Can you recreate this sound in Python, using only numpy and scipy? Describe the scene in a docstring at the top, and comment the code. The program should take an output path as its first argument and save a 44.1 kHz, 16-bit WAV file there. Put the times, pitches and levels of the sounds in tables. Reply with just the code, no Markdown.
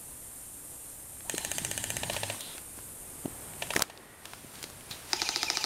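"""Overgrown brush, hand-held mono camera: insect hiss all around, a twig snap, then an electric airsoft
rifle winds up and fires close by, piston slams ringing its body over whirring gears, while the zoom hums.
It runs dry and turns dull, and fires three last shots among snaps and bumps; the hiss dips at 3.8 s and
partly returns. A faint tone and brushed leaves follow, then a second rifle's burst, whining between shots.
Impulses through resonances make the blows, shaped noise the whirr and hiss, sines the notes."""
import sys
import numpy as np
from scipy import signal
from scipy.io import wavfile
from scipy.ndimage import uniform_filter1d

SR = 44100
rng = np.random.default_rng(int(sys.argv[2]) if len(sys.argv) > 2 else 0)


def persist_wave(psi):
    """Save psi, clipped to +-1, as 16-bit WAV."""
    counts = np.round(np.clip(psi, -1, 1) * 32767).astype(np.int16)
    wavfile.write(sys.argv[1], SR, np.atleast_2d(counts).T)


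N = 249165  # samples, 5.65 s

# Shots of the first rifle. Each row: time in seconds, direct peak in dB.
FIRST_SHOTS = [(1.296, -12), (1.3797, -12.5), (1.4479, -13), (1.515, -12.5), (1.5821, -12.5),
               (1.6479, -12.5), (1.713, -13.5), (1.7766, -13), (1.8395, -13), (1.9026, -13),
               (1.9669, -13.5), (2.0326, -19.5), (2.0976, -18.5), (2.1643, -19), (2.2325, -18),
               (2.2987, -19.5), (3.6218, -19), (3.7045, -19), (3.8985, -31.5)]
# Ringing modes of the first rifle's body. Each row: centre in Hz, width in Hz, relative level in dB.
FIRST_BODY = [(609, 260, 6.5), (802, 140, -2), (1826, 330, 8), (2440, 160, -1), (2970, 580, 7.5),
              (3730, 2400, 3), (4880, 300, -10), (6540, 680, 2.5), (7880, 1130, 6), (8950, 3200, 2),
              (11350, 1600, -15)]
# Shots of the second rifle. Each row: time in seconds, direct peak in dB.
SECOND_SHOTS = [(5.131, -6.5), (5.2173, -9.5), (5.289, -10), (5.3593, -9.5), (5.4299, -9), (5.5001, -8),
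                (5.5705, -9), (5.6404, -9.5)]
# Ringing modes of the second rifle's body. Each row: centre in Hz, width in Hz, relative level in dB.
SECOND_BODY = [(346, 65, 4.5), (660, 320, -6), (758, 230, -0.5), (1326, 580, 2), (1970, 1300, 4),
               (4000, 930, 5), (4760, 1300, 10.5), (5400, 1000, 3.5), (6940, 1100, -26), (8400, 920, -9),
               (13800, 4500, -27)]
# First motor at full speed, trigger held. Each row: start in seconds, end in seconds, level in dB.
FIRST_PULLS = [(1.33, 2.33, -41.5), (3.62, 3.77, -48)]
# Spectrum of the first rifle's gears. Each row: frequency in Hz, relative density in dB per Hz.
FIRST_WHIRR = [(120, -74), (200, 1.5), (397, -2.5), (540, -22), (708, -7), (896, -3.5), (1240, -17),
               (1780, -4), (2380, -9.5), (3060, -6.5), (5550, -11.5), (8410, -0.5), (15000, -24)]
# Second motor at full speed, trigger held. Each row: start in seconds, end in seconds, level in dB.
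SECOND_PULLS = [(5.17, 5.7, -38.5)]
# Spectrum of the second rifle's gears. Each row: frequency in Hz, relative density in dB per Hz.
SECOND_WHIRR = [(120, -51), (200, -24), (451, -7), (602, -13), (896, 0.5), (1070, -11), (1510, -26),
                (1660, -13), (2750, -4), (3290, -6.5), (3670, -3.5), (5070, -1), (6800, -4.5),
                (8200, -13.5), (15000, -25)]
# First rifle's motor starting. Each row: time in seconds, pitch in Hz, level in dB before the tone mix.
MOTOR_START = [(1.235, 640, -55), (1.265, 760, -49), (1.305, 1120, -47)]
# Twigs and pellets striking near by. Each row: start in seconds, peak in dB without the tick,
# centre in Hz, crackle decay by 60 dB in seconds, bright tick in dB relative to that peak.
NEAR_SNAPS = [(1.206, -34.5, 2000, 0.014, -18), (1.348, -21, 3300, 0.013, -26),
              (2.133, -18, 4010, 0.014, -22), (2.407, -20.5, 7200, 0.023, -25),
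              (2.58, -28, 1940, 0.023, -7), (2.788, -33.5, 695, 0.027, -25),
              (3.257, -27.5, 560, 0.014, -32), (3.535, -36.5, 1880, .014, -15),
              (3.618, -31, 2880, 0.032, -21), (3.736, -21.5, 1100, 0.016, -7), (3.751, -21, 9500, .012, -9),
              (3.7593, -23, 9500, .008, -7), (3.7634, -7, 1060, 0.015, -6), (3.771, -26, 700, 0.034, -7),
              (3.778, -23, 9000, 0.0078, -12), (3.7937, -17.5, 835, 0.021, -0.5),
              (3.804, -24.5, 835, 0.1, -18), (3.821, -3, 5300, 0.012, -43), (3.836, -27.5, 1500, .012, -20),
              (3.975, -29.5, 3240, .008, -23), (4.255, -22, 2840, 0.013, -31),
              (4.334, -25, 780, 0.017, -15), (4.555, -34.5, 3300, .009, -19),
              (4.628, -23, 6800, 0.023, -14), (4.64, -18, 3400, 0.018, -17), (4.7, -37, 1000, .009, 5),
              (4.808, -36, 1800, .012, -17), (4.91, -25.5, 3600, 0.085, -35)]
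# Bumps on the camera body. Each row: time in seconds, level in dB before onset and shell, pitch in Hz.
CAMERA_BUMPS = [(1.342, -13.5, 355), (1.617, -24, 173), (2.551, -28, 335), (2.778, -31.5, 272),
                (3.249, -24, 230), (3.2566, -11.5, 278), (3.28, -23.5, 330), (3.762, -7, 404),
                (3.774, -16.5, 290), (3.818, -33, 117), (3.998, -38, 306), (4.446, -30, 233),
                (4.642, -25.5, 333), (4.908, -27, 97)]
# Zoom motor. Each row: time in seconds, pitch in Hz, level in dB before the tone mix.
ZOOM_MOTOR = [(1.58, 150.6, -51), (1.72, 104, -46), (2.33, 102.9, -44), (2.42, 97, -71)]
# Hands and wind on the camera. Each row: time in seconds, level in dB.
HANDLING = [(0, -61), (1.05, -63), (1.46, -52), (2.14, -47), (2.36, -63.5), (3.67, -51), (3.93, -69.5),
            (4.61, -55.5), (5.65, -60)]
# Clothes and feet shifting near the camera. Each row: time in seconds, level in dB.
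CLOTHES_AND_FEET = [(2.3, -52), (2.82, -61.5), (3.4, -51.5), (4.39, -55.5), (5.65, -53)]
# Leaves brushed by a moving body. Each row: start in seconds, end in seconds, level in dB.
BRUSHED_LEAVES = [(2.133, 2.14, -39), (2.3, 2.57, -51.5), (2.77, 2.8, -57.5), (3.74, 3.78, -45.5),
                  (4.25, 5.15, -57.5), (4.26, 4.36, -60), (4.55, 4.66, -55), (4.912, 4.93, -49),
                  (4.96, 5.05, -61), (5.1, 5.13, -48.5)]
# Dry scraping hiss. Each row: lower edge in Hz, then a curve of time in seconds, level in dB.
DRY_SCRAPES = [(3900, [(1.33, -53), (1.44, -49), (1.5, -54)]), (2880, [(2.395, -44), (2.48, -48.5),
               (2.58, -55)]), (3300, [(4.905, -35), (5.02, -84)])]
# Faint tone in the field. Each row: time in seconds, pitch in Hz, level in dB.
FIELD_TONE = [(3.86, 1830, -62), (4.05, 1880, -61), (4.25, 1930, -62)]
# Insects, with the air and far traffic under them. Each row: frequency in Hz, relative dB per Hz.
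FIELD_SPECTRUM = [(12, -51.5), (20, -7), (65, -1.5), (108, -11.5), (184, -16), (230, -30), (273, 1.5),
                  (314, -12), (566, -13), (1510, -20), (4790, -24.5), (5900, -22), (8650, -5.5),
                  (13600, -14.5), (15200, -25.5), (16500, -64)]

EMPTY_S = 2.0  # the first rifle's magazine runs out
# relative to the blow: (thud dB, crack dB, rattle dB, loose parts dB)
FIRST_LOADED, SECOND_LOADED = (-1.5, 5.5, -30, -35), (0, 5.5, -26.5, -40)
DRY = (13.5, 2.5, -15, 11)
DETUNE = 0.02  # random spread (share) of each mode's pitch from shot to shot
WIND_UP_DB_PER_S, COAST_DB_PER_S = 236, 130
FIRST_FLICKER_DB, SECOND_FLICKER_DB = 0.6, 2.4
WHINE_DB, WHINE_SPREAD_DB = -36.5, 2.5  # high note before swell and rasp
LOW_NOTE_DB = -42.5
SPIN_UP_ROUGH, ZOOM_ROUGH = 0.6, 0.35  # weight of narrow noise against sine
SNAP_WIDTH = 0.86  # share of the centre
BUMP_CYCLES = 3.85  # to die by 60 dB
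BRUSH_DB_PER_S, SETTLE_DB_PER_S = 500, 164
FIELD_DB, DROP_S, DROP_DB = -45.5, 3.826, -13.5
REGAIN_DB, HOLD_S, CREEP_S = 7.5, 0.13, 0.57
NOTCH_HZ, EDGE_HZ = 7870, 15800


def rifle(shots, body, loaded, empty_s, rattle_t60, nozzle_db, rebound_db, thud_lag):
    """The nozzle ticks, the piston slams and rebounds, loose parts rattle; the body's modes ring."""
    out, t = np.zeros(N), np.arange(2200) / SR
    slam = 90  # samples into the shot
    own = rng.standard_normal(len(t))  # the same parts rattle alike in every shot
    chances = rng.standard_normal((len(shots), len(t)))
    for (s, db), chance in zip(shots, chances):
        # with no pellet to cushion it the piston thuds and rattles harder
        thud_db, crack_db, rattle_db, loose_db = DRY if s > empty_s else loaded
        rattle_gain = gain_of(rattle_db - 60 * abs(t - slam / SR) / rattle_t60)
        blow = (.8 * own + .5 * chance) * rattle_gain
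        blow[slam - 66] -= gain_of(nozzle_db)
        blow[slam] -= 1
        blow[slam + 52] -= gain_of(rebound_db)
        heavy = np.roll(blow, thud_lag)  # the stock and cylinder move out of step with the crack
        ring = gain_of(loose_db) * band(blow, 2400, 4000, order=2)
        for (hz, width, mode_db), shift in zip(body, 1 + DETUNE * chance[::-1]):
            struck = heavy if hz < 1200 else blow
            mode = resonate(resonate(struck, hz * shift, width), hz * shift, width)
            tilt_db = thud_db * (hz < 1200) + crack_db * (hz > 5500)
            ring += gain_of(mode_db + tilt_db) * np.sqrt(500 / width) * mode
        ring *= np.minimum(t / 0.0017, 1)
        add(out, s - 36 / SR, gain_of(db) * ring / abs(ring).max())
    return out


def gears(pulls, whirr, flicker_db):
    """Motor and gear teeth: flickering noise winds up, holds with the trigger and coasts down."""
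    return held(pulls, WIND_UP_DB_PER_S, COAST_DB_PER_S) * noise(whirr, 2.8, flicker_db)


def squeals():
    """As the second rifle's spring loads, gear teeth sing a sagging, swelling note over a low throb."""
    out, fired = np.zeros(N), [row[0] for row in SECOND_SHOTS]
    levels_db = WHINE_DB + WHINE_SPREAD_DB * rng.standard_normal(len(fired))
    for start, end, db in zip(fired, fired[1:], levels_db):
        u = np.linspace(0, 1, round((end - start) * SR))  # progress from shot to shot
        swell = .33 * np.exp(-((u - .58) / .2) ** 2) + np.exp(-((u - .8) / .08) ** 2)
        rasp = 1 + .4 * evened(uniform_filter1d(rng.standard_normal(len(u)), 90))  # uneven teeth
        high = swell * rasp * sine(2900 - 620 * u)
        throb = np.exp(-((u - .55) / 0.14) ** 2)
        low = gain_of(LOW_NOTE_DB) * throb * sine(900 - 70 * u)
        add(out, start, gain_of(db) * high + low)
    return out


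def brush(x):
    """Trunks and leaves scatter the sound back as a short diffuse tail."""
    t = np.arange(SR // 2) / SR
    decay = gain_of(-60 * t / .35) * np.clip(t / .008, 0, 1)
    tail = band(rng.standard_normal(len(t)) * decay, 300, 7000, order=1)
    return signal.fftconvolve(x, tail / np.linalg.norm(tail))[:N]


def snaps():
    """A dying crackle through one broad resonance, with a short bright tick."""
    out, t = np.zeros(N), np.arange(2600) / SR
    chances = rng.standard_normal((len(NEAR_SNAPS), len(t)))
    for (s, db, hz, t60, tick_db), chance in zip(NEAR_SNAPS, chances):
        crackle = .2 * chance * gain_of(-60 * abs(t - .001) / t60)
        crackle[44] += 1  # the break itself, 1 ms in
        snap = resonate(crackle, hz, hz * SNAP_WIDTH)
        tick = band(crackle * gain_of(-60 * t / 0.0067), 3200, 10100, order=2)
        both = snap / abs(snap).max() + gain_of(tick_db) * tick / abs(tick).max()
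        add(out, s, gain_of(db) * both)
    return out


def bumps():
    """A soft push rings the camera shell for a cycle or two; the small shell passes little deep bass."""
    out, t = np.zeros(N), np.arange(4000) / SR
    for s, db, hz in CAMERA_BUMPS:
        decay = gain_of(db - 60 * t * hz / BUMP_CYCLES)
        push = 1 - np.exp(-t / .001)
        add(out, s - .001, -decay * push * np.sin(2 * np.pi * hz * t))
    return band(out, 122, 2900, order=2)


def hum(rows, width, rough):
    """A tone gliding along a pitch curve, mixed from a sine and narrow noise around it."""
    hz = follow(rows)
    fuzz = evened(resonate(rng.standard_normal(N), hz, width))
    return level(rows, order=2) * ((1 - rough) * np.sqrt(2) * sine(hz) + rough * fuzz)


def rumble():
    """Hands and wind give lumpy low noise; clothes and feet a dull shuffle above it."""
    low, dull = rng.standard_normal((2, N))
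    handling = gain_of(follow(HANDLING)) * evened(band(low, 50, 172, order=2))
    shuffle = level(CLOTHES_AND_FEET) * evened(band(dull, 114, 870, order=1))
    return handling + shuffle


def rustle():
    """Dense tiny clicks of leaves: a broad band, and a sharp-edged narrow one for the scrapes."""
    grains = rng.standard_normal(N) * gain_of(2 * np.minimum(rng.exponential(1, N), 5))
    brushing = held(BRUSHED_LEAVES, BRUSH_DB_PER_S, SETTLE_DB_PER_S)
    out = brushing * evened(band(grains, 220, 6700, order=1))
    for low_hz, rows in DRY_SCRAPES:
        out += level(rows) * evened(band(grains, low_hz, 4430, order=5))
    return out


def insects():
    """Even hiss of insects and air; its level drops at once, holds, then partly creeps back."""
    since = np.arange(N) / SR - DROP_S
    regain_db = REGAIN_DB * np.clip((since - HOLD_S) / CREEP_S, 0, 1)
    db = FIELD_DB + (since > 0) * (DROP_DB + regain_db)
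    return gain_of(db) * noise(FIELD_SPECTRUM, 1.0, 0.64)


def gain_of(db):
    """Turns dB into gain."""
    return 10 ** (np.asarray(db) / 20)


def evened(x):
    """Scales to rms 1."""
    return x / np.sqrt(np.mean(x ** 2) + 1e-20)


def add(mix, s, sound):
    """Mixes a sound in at s seconds, cut at the end of the mix."""
    part = mix[round(s * SR):][:len(sound)]
    part += sound[:len(part)]


def sine(hz):
    """A sine whose phase sums a changing pitch."""
    return np.sin(2 * np.pi * np.cumsum(hz) / SR)


def follow(rows, order=1):
    """One column of a curve at every sample."""
    return np.interp(np.arange(N) / SR, [r[0] for r in rows], [r[order] for r in rows])


def level(rows, order=1):
    """Gain along a curve, fading in and out over 15 ms at its ends."""
    t = np.arange(N) / SR
    to_end = np.minimum(t - rows[0][0], rows[-1][0] - t)
    return gain_of(follow(rows, order)) * np.clip(to_end / .015, 0, 1)


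def held(rows, rise_db_per_s, fall_db_per_s):
    """Gain that climbs to each row's level, holds it, and falls away."""
    t, gain = np.arange(N) / SR, np.zeros(N)
    for start, end, db in rows:
        before, after = np.maximum(start - t, 0), np.maximum(t - end, 0)
        gain += gain_of(db - rise_db_per_s * before - fall_db_per_s * after)
    return gain


def band(x, lo_hz, hi_hz, order):
    """Butterworth band-pass."""
    return signal.sosfilt(signal.butter(order, [lo_hz, hi_hz], "band", fs=SR, output="sos"), x)


def resonate(x, hz, width):
    """Shifts hz down to zero, smooths, and shifts back: a resonance of gain 1."""
    turn = np.exp(2j * np.pi * np.cumsum(hz * np.ones(len(x))) / SR)
    r = np.exp(-np.pi * width / SR)
    return 2 * (turn * signal.lfilter([1 - r], [1, -r], x / turn + 1e-18)).real


def noise(spectrum, patchy_db, flicker_db):
    """Random short-time spectra with drifting patches and a flicker shared by all bins."""
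    bin_hz = np.fft.rfftfreq(1024, 1 / SR)
    real, imag, chance = rng.standard_normal((N // 256 + 5, 513, 3)).T
    patches = uniform_filter1d(uniform_filter1d(chance, 12, 0), 6, 1)  # over bins, then frames
    wander_db = patchy_db * evened(patches) + flicker_db * chance[0]
    hz, db = np.transpose(spectrum)
    shape_db = np.interp(np.log(bin_hz + 1), np.log(hz), db)[:, None]
    z = (real + 1j * imag) * gain_of(shape_db + wander_db)
    return evened(signal.istft(z, nperseg=1024, noverlap=768)[1][:N])


def scene():
    """Rifles, near snaps and their echoes, camera noises and field, alike in both channels."""
    early, late = -50, 80  # samples from crack to thud
    first = rifle(FIRST_SHOTS, FIRST_BODY, FIRST_LOADED, EMPTY_S, rattle_t60=0.032,
                  nozzle_db=-51, rebound_db=-46, thud_lag=early)
    second = rifle(SECOND_SHOTS, SECOND_BODY, SECOND_LOADED, np.inf, rattle_t60=0.036,
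                   nozzle_db=-37, rebound_db=-17, thud_lag=late)
    near = snaps()
    echoes = brush(gain_of(-15.5) * first + gain_of(-14.5) * second + gain_of(-34.0) * near)
    motors = gears(FIRST_PULLS, FIRST_WHIRR, FIRST_FLICKER_DB)
    motors += gears(SECOND_PULLS, SECOND_WHIRR, SECOND_FLICKER_DB)
    motors += squeals() + hum(MOTOR_START, width=100, rough=SPIN_UP_ROUGH)
    camera = bumps() + hum(ZOOM_MOTOR, width=45, rough=ZOOM_ROUGH) + rumble()
    field = insects() + rustle() + hum(FIELD_TONE, width=83, rough=1.0)
    return np.tile(first + second + near + echoes + motors + camera + field, (2, 1))


def record(dry):
    """The microphone housing cuts a narrow notch; then the band limit."""
    notched = signal.lfilter(*signal.iirnotch(NOTCH_HZ, 50, SR), dry)
    low_pass = signal.firwin(511, EDGE_HZ, window=("kaiser", 9), fs=SR)
    return signal.oaconvolve(notched, low_pass[None], "same")


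dry = scene()
out = record(dry)
persist_wave(out)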